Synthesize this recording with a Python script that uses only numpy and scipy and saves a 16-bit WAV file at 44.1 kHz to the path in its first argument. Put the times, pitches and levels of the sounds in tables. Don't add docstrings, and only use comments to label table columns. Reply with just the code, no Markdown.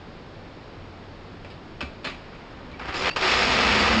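import sys
import numpy as np
from scipy import signal
from scipy.fft import rfft, irfft
from scipy.io import wavfile
from scipy.ndimage import uniform_filter1d

SR = 44100
rng = np.random.default_rng(int(sys.argv[2]) if len(sys.argv) > 2 else 0)


def bounce(signal):
    frames = np.transpose(np.atleast_2d(signal))
    limited = np.clip(frames, -1, 1)
    pcm = np.round(limited * 32767).astype(np.int16)
    wavfile.write(sys.argv[1], SR, pcm)


N = 176400
DRAWS = 4096


def undb(db):
    return 10 ** (np.asarray(db) / 20)


def unit(x):
    return x / np.sqrt(np.mean(x ** 2))


def peak(x):
    return x / np.abs(x).max()


def clock():
    return np.arange(N) / SR


def curve(rows):
    times, levels_db = np.array(rows).T
    return undb(np.interp(clock(), times, levels_db))


def add(out, s, x):
    i = int(s * SR)
    out[i:i + len(x)] += x[:N - i]


def band(x, hz, width_hz):
    b, a = signal.iirpeak(hz, hz / width_hz, SR)
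    return signal.lfilter(b, a, x)


def resonate(x, modes):
    return sum(undb(db) * band(x, hz, width_hz) for hz, width_hz, db in modes)


def colour(x, points):
    size = 8192
    hz, db = np.array(points).T
    f = np.maximum(np.fft.rfftfreq(size, 1 / SR), 1)
    gain = undb(np.interp(np.log(f), np.log(hz), db))
    cepstrum = irfft(np.log(gain))
    cepstrum[1:size // 2] *= 2
    cepstrum[size // 2 + 1:] = 0
    response = irfft(np.exp(rfft(cepstrum)))
    return signal.fftconvolve(x, response)[:len(x)]


def walk(rate_hz):
    return np.interp(clock() * rate_hz, np.arange(DRAWS), rng.standard_normal(DRAWS))


CRACK_DB, CRACK_T60_S = -3.5, 0.0055
ROOM_DB, ROOM_T60_S = -4, 0.34


def ring(t60_s):
    t = clock()[:SR // 2]

    def fade(fade_t60_s):
        return unit(rng.standard_normal(len(t)) * undb(-60 * t / fade_t60_s))

    tick = undb(CRACK_DB) * fade(CRACK_T60_S)
    room = undb(ROOM_DB) * fade(ROOM_T60_S)
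    return tick + fade(t60_s) + room


HUM_WANDER, HUM_FLUTTER_DB = 0.026, 2.5


def drone(hz):
    turn = 2 * np.pi * np.cumsum(hz * (1 + HUM_WANDER * walk(25))) / SR
    return unit(np.sin(turn) * undb(HUM_FLUTTER_DB * walk(16)))


# (frequency [Hz], gain [dB])
ROOM_AIR = [(12, -32), (20, 0.5), (64, -8), (95, -4.5), (120, -6), (160, -5.5), (237, -7.5), (368, -8.5),
            (762, -13.5), (4830, -29.5), (6770, -42), (10000, -62), (13000, -100), (22000, -120)]
AIR_DB = -42
# (time [s], level [dB])
ROOM_HUM = [(0, -71), (.45, -52.5), (1.55, -49), (1.9, -60), (4, -51)]
ROOM_HUM_HZ = 95


def room_tone():
    air = unit(colour(rng.standard_normal(N), ROOM_AIR))
    return undb(AIR_DB) * air + drone(ROOM_HUM_HZ) * curve(ROOM_HUM)


# (time [s], peak level [dB], fading time of the scrape [s], peak level of the table thump [dB])
TOUCHES = [(1.447, -31, 0.0086, -57), (1.469, -40, 0.028, -61), (1.503, -36, 0.023, -55),
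           (1.807, -21, 0.0065, -45), (1.812, -19.5, 0.011, -38), (1.826, -25.5, .01, -29),
           (2.036, -36, .012, -60), (2.0443, -23, 0.012, -35), (2.0497, -20, 0.026, -39.5),
           (2.0723, -19.5, 0.015, -55), (2.098, -27.5, 0.032, -63), (2.145, -35, 0.016, -40),
           (2.3494, -36, 0.01, -52), (2.7155, -35, 0.014, -58)]
# (frequency [Hz], gain [dB])
TOUCH_COLOUR = [(88, -31.5), (150, -1.5), (539, -4.5), (1340, -7), (2440, -5.5), (3080, -7.5), (3430, -8.5),
                (4800, -13), (5840, -22), (7360, -28), (10500, -45), (13600, -91), (22000, -120)]
# (frequency [Hz], width [Hz], level [dB])
TOUCH_MODES = [(574, 22, 6), (1170, 72, 0), (1950, 67, -8), (2340, 110, -1), (2530, 110, -1.5),
               (3080, 120, -10), (4800, 110, -11)]
# (frequency [Hz], width of each of two passes [Hz], level [dB])
TABLE_THUMP = [(71, 15.4, -1), (252, 45, -6)]
TOUCH_T60_S = 0.031
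CONTACTS_PER_S, CONTACT_DB = 600, -5


def handling(count=64):
    out = np.zeros(N)
    for s, db, scrape_s, thump_db in TOUCHES:
        push = signal.unit_impulse(SR // 2)
        after = np.cumsum(rng.exponential(size=count)) / CONTACTS_PER_S
        places = np.minimum(after * SR, len(push) - 1).astype(int)
        sizes = undb(CONTACT_DB) * np.exp(-after / scrape_s) * rng.choice([-1, 1], count)
        contacts = push.copy()
        np.add.at(contacts, places, sizes)
        blow = signal.fftconvolve(contacts, ring(TOUCH_T60_S))
        click = colour(blow + resonate(blow, TOUCH_MODES), TOUCH_COLOUR)
        add(out, s, undb(db) * peak(click))
        thump = sum(undb(mode_db) * band(band(push, hz, width_hz), hz, width_hz)
                    for hz, width_hz, mode_db in TABLE_THUMP)
        add(out, s, undb(thump_db) * peak(thump))
    return out


TIN_T60_S = 0.036


def shake(clicks):
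    return unit(signal.fftconvolve(clicks, ring(TIN_T60_S))[:N])


def strikes(phase, marks, size_db):
    out = np.zeros(N)
    at = np.searchsorted(phase, marks)
    np.add.at(out, at[at < N], undb(size_db)[at < N])
    return out


# (time [s], level [dB])
TRAIN_EFFORT = [(1.9, -68), (2.2, -46.5), (2.785, -44), (2.8, -32), (2.84, -34.5), (2.885, -29.5),
                (2.935, -30.5), (2.95, -28), (3.01, -30.5), (3.06, -23), (3.185, -24.5), (3.2, -30),
                (3.225, -22), (3.345, -19), (3.385, -24), (3.42, -20), (3.75, -18.5), (4.0, -19.5)]
# (gear teeth per second [1/s], level [dB])
SPRING_MOTORS = [(325.3, -8), (236.7, -7.5)]
# (frequency [Hz], gain [dB])
TIN_COLOUR = [(59, -35), (100, -12.5), (160, -10), (211, -10.5), (300, -8.5), (480, -5), (1050, -4.5),
              (1230, -2.5), (1330, -4.5), (2450, -5.5), (5260, -14), (7340, -27.5), (10900, -52.5),
              (14100, -85), (22000, -120)]
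# (frequency [Hz], width [Hz], level [dB])
TIN_MODES = [(329, 20, -6.5), (385, 20, -1), (495, 19, -0.5), (931, 11, -1), (1005, 18, -3.5),
             (1227, 23, -6), (1587, 18, -6.5), (1777, 19, -4.5), (1958, 35, -5.5), (2400, 11, -14),
             (2516, 30, -8), (4520, 77, -3.5)]
# (time [s], level [dB])
TRAIN_TREBLE = [(2.2, -7), (2.75, -11), (2.84, -9.5), (2.92, -6), (2.97, 3), (3.06, -2), (3.3, 1.5),
                (4.0, -0.5)]
TREBLE_HZ = 2600
RELEASE_S, SPIN_UP_S = 2.79, .22
TOOTH_JITTER, TOOTH_SCATTER_DB = .07, 3.5
WHEEL_HZ, WHEEL_SWING_DB = 7.9, -1
RATTLES_PER_S, RATTLE_SCATTER_DB, RATTLE_DB = 140, 4.0, -1.5
ROLL_DB = -13


def trains(count=10):
    since_release = np.maximum(clock() - RELEASE_S, 0)
    speed = 1 - .6 * np.exp(-since_release / SPIN_UP_S)
    out = undb(ROLL_DB) * rng.standard_normal(N)
    for tooth_hz, db in SPRING_MOTORS:
        travel = np.cumsum(speed * (1 + .015 * walk(9))) / SR
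        late, size = rng.standard_normal((2, DRAWS))
        marks = np.arange(DRAWS) + 1 + TOOTH_JITTER * late
        teeth = strikes(travel * tooth_hz, marks, TOOTH_SCATTER_DB * size)
        wheel_swing = undb(WHEEL_SWING_DB * np.sin(2 * np.pi * WHEEL_HZ * travel))
        out += undb(db) * shake(teeth * wheel_swing)
    for part in range(count):
        gaps, size = rng.exponential(size=DRAWS), rng.standard_normal(DRAWS)
        phase = np.cumsum(speed) / SR * RATTLES_PER_S
        chatter = strikes(phase, np.cumsum(gaps), RATTLE_SCATTER_DB * size)
        out += undb(RATTLE_DB) / np.sqrt(count) * shake(chatter * undb(2.5 * walk(30)))
    out = colour(out + resonate(out, TIN_MODES), TIN_COLOUR)
    dull = signal.sosfiltfilt(signal.butter(2, TREBLE_HZ, fs=SR, output="sos"), out)
    out = dull + (out - dull) * curve(TRAIN_TREBLE)
    return out / np.std(out[clock() > RELEASE_S]) * curve(TRAIN_EFFORT)


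# (frequency [Hz], width [Hz], level [dB])
TABLE_MODES = [(61.6, 8.2, 2), (80.9, 6.3, -1.5), (119.5, 9.9, -9), (193, 16, -8.5), (248.7, 19, -3)]
# (time [s], level [dB])
TABLE_RUMBLE = [(2.3, -72), (2.7, -46.5), (2.88, -43.5), (3.2, -44.5), (3.45, -34), (3.7, -28.5),
                (4.0, -27)]
# (time [s], level [dB])
TRACK_DRONE = [(2.6, -87.5), (3.2, -49), (3.6, -42.5), (3.74, -30.5), (3.85, -36), (3.96, -23)]
# (time [s], level [dB])
BODY_DRONE = [(2.7, -85), (3.04, -36.5), (3.19, -49), (3.25, -27), (3.31, -44), (3.9, -50)]
TRACK_HUM_HZ, BODY_HUM_HZ = 217, 380.8


def table():
    boom = resonate(rng.standard_normal(N), TABLE_MODES)
    boom = signal.sosfilt(signal.butter(2, [40, 350], "bandpass", fs=SR, output="sos"), boom)
    rumble = unit(boom) * curve(TABLE_RUMBLE)
    track = drone(TRACK_HUM_HZ) * curve(TRACK_DRONE)
    body = drone(BODY_HUM_HZ) * curve(BODY_DRONE)
    return rumble + track + body


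# (middle
# [s], half length [s], pitch [Hz], level [dB], overtone pitch [Hz], overtone depth below the first tone [dB])
SQUEAL_TONES = [(2.744, 0.0054, 2300, -40, 4600, 20), (2.964, 0.0092, 4740, -37, 7400, 13),
                (2.993, .025, 5000, -36.5, 7080, 11), (3.1132, 0.0024, 2540, -25.5, 5450, 14),
                (3.11, 0.012, 2690, -34, 4580, 4), (3.134, 0.0088, 2760, -39.5, 4640, 3),
                (3.385, 0.022, 5030, -35, 7100, 11), (3.802, .008, 4580, -24.5, 7370, 17),
                (3.82, 0.018, 4600, -31, 7400, 15)]
SQUEAL_WAVER = .012


def squeals():
    out = np.zeros(N)
    for s, half_s, hz, db, over_hz, below_db in SQUEAL_TONES:
        turn = 2 * np.pi * np.cumsum(1 + SQUEAL_WAVER * walk(700)) / SR
        swell = undb(db + 3.7 * walk(300)) * np.exp(-((clock() - s) / half_s) ** 2)
        overtone = undb(-below_db) * np.sin(over_hz * turn)
        out += swell * (np.sin(hz * turn) + overtone)
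    return out


# (time [s], peak level [dB])
CLANK_BLOWS = [(2.795, -33), (2.856, -27), (2.9425, -22), (2.975, -21), (3.0218, -17), (3.0916, -14.5),
               (3.1131, -7.5), (3.162, -16), (3.2128, -17), (3.2752, -11), (3.3214, -12), (3.4218, -10),
               (3.4483, -17), (3.545, -14), (3.6483, -15), (3.7088, -15), (3.847, -12)]
CLANK_T60_S = 0.043


def clanks():
    out = np.zeros(N)
    for s, db in CLANK_BLOWS:
        add(out, s, undb(db) * peak(colour(ring(CLANK_T60_S), TIN_COLOUR)))
    return out


DIP_S, DIP_END_S, DIP_DB = 3.099, 3.161, -19.5


def dip():
    inside = (clock() > DIP_S) & (clock() < DIP_END_S)
    return uniform_filter1d(undb(DIP_DB * inside), size=64)


def scene():
    dipped = (trains() + clanks() + handling()) * dip()
    mix = dipped + table() * np.sqrt(dip()) + squeals() + room_tone()
    return mix[None]


LIMIT_DB, LIMIT_S, LIMIT_SLOPE = -20.5, 0.027, 0.49
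CEILING = 0.5
NOTCH_HZ, NOTCH_WIDTH_HZ, NOTCH_DEPTH = 6000, 440, 0.85
ROLL_OFF_HZ, TOP_HZ = 8300, 10600


def record(dry):
    power = uniform_filter1d(dry ** 2, size=int(LIMIT_S * SR))
    excess = np.maximum(power / undb(LIMIT_DB) ** 2, 1)
    x = dry * excess ** (-LIMIT_SLOPE / 2)
    fade_out = np.minimum(np.arange(N)[::-1] / 64, 1)
    x = CEILING * np.tanh(x / CEILING) * fade_out
    x = x - NOTCH_DEPTH * band(x, NOTCH_HZ, NOTCH_WIDTH_HZ)
    x = signal.sosfilt(signal.butter(4, ROLL_OFF_HZ, fs=SR, output="sos"), x)
    return signal.sosfilt(signal.ellip(8, .2, 80, TOP_HZ, fs=SR, output="sos"), x)


dry = scene()
out = record(dry)
bounce(out)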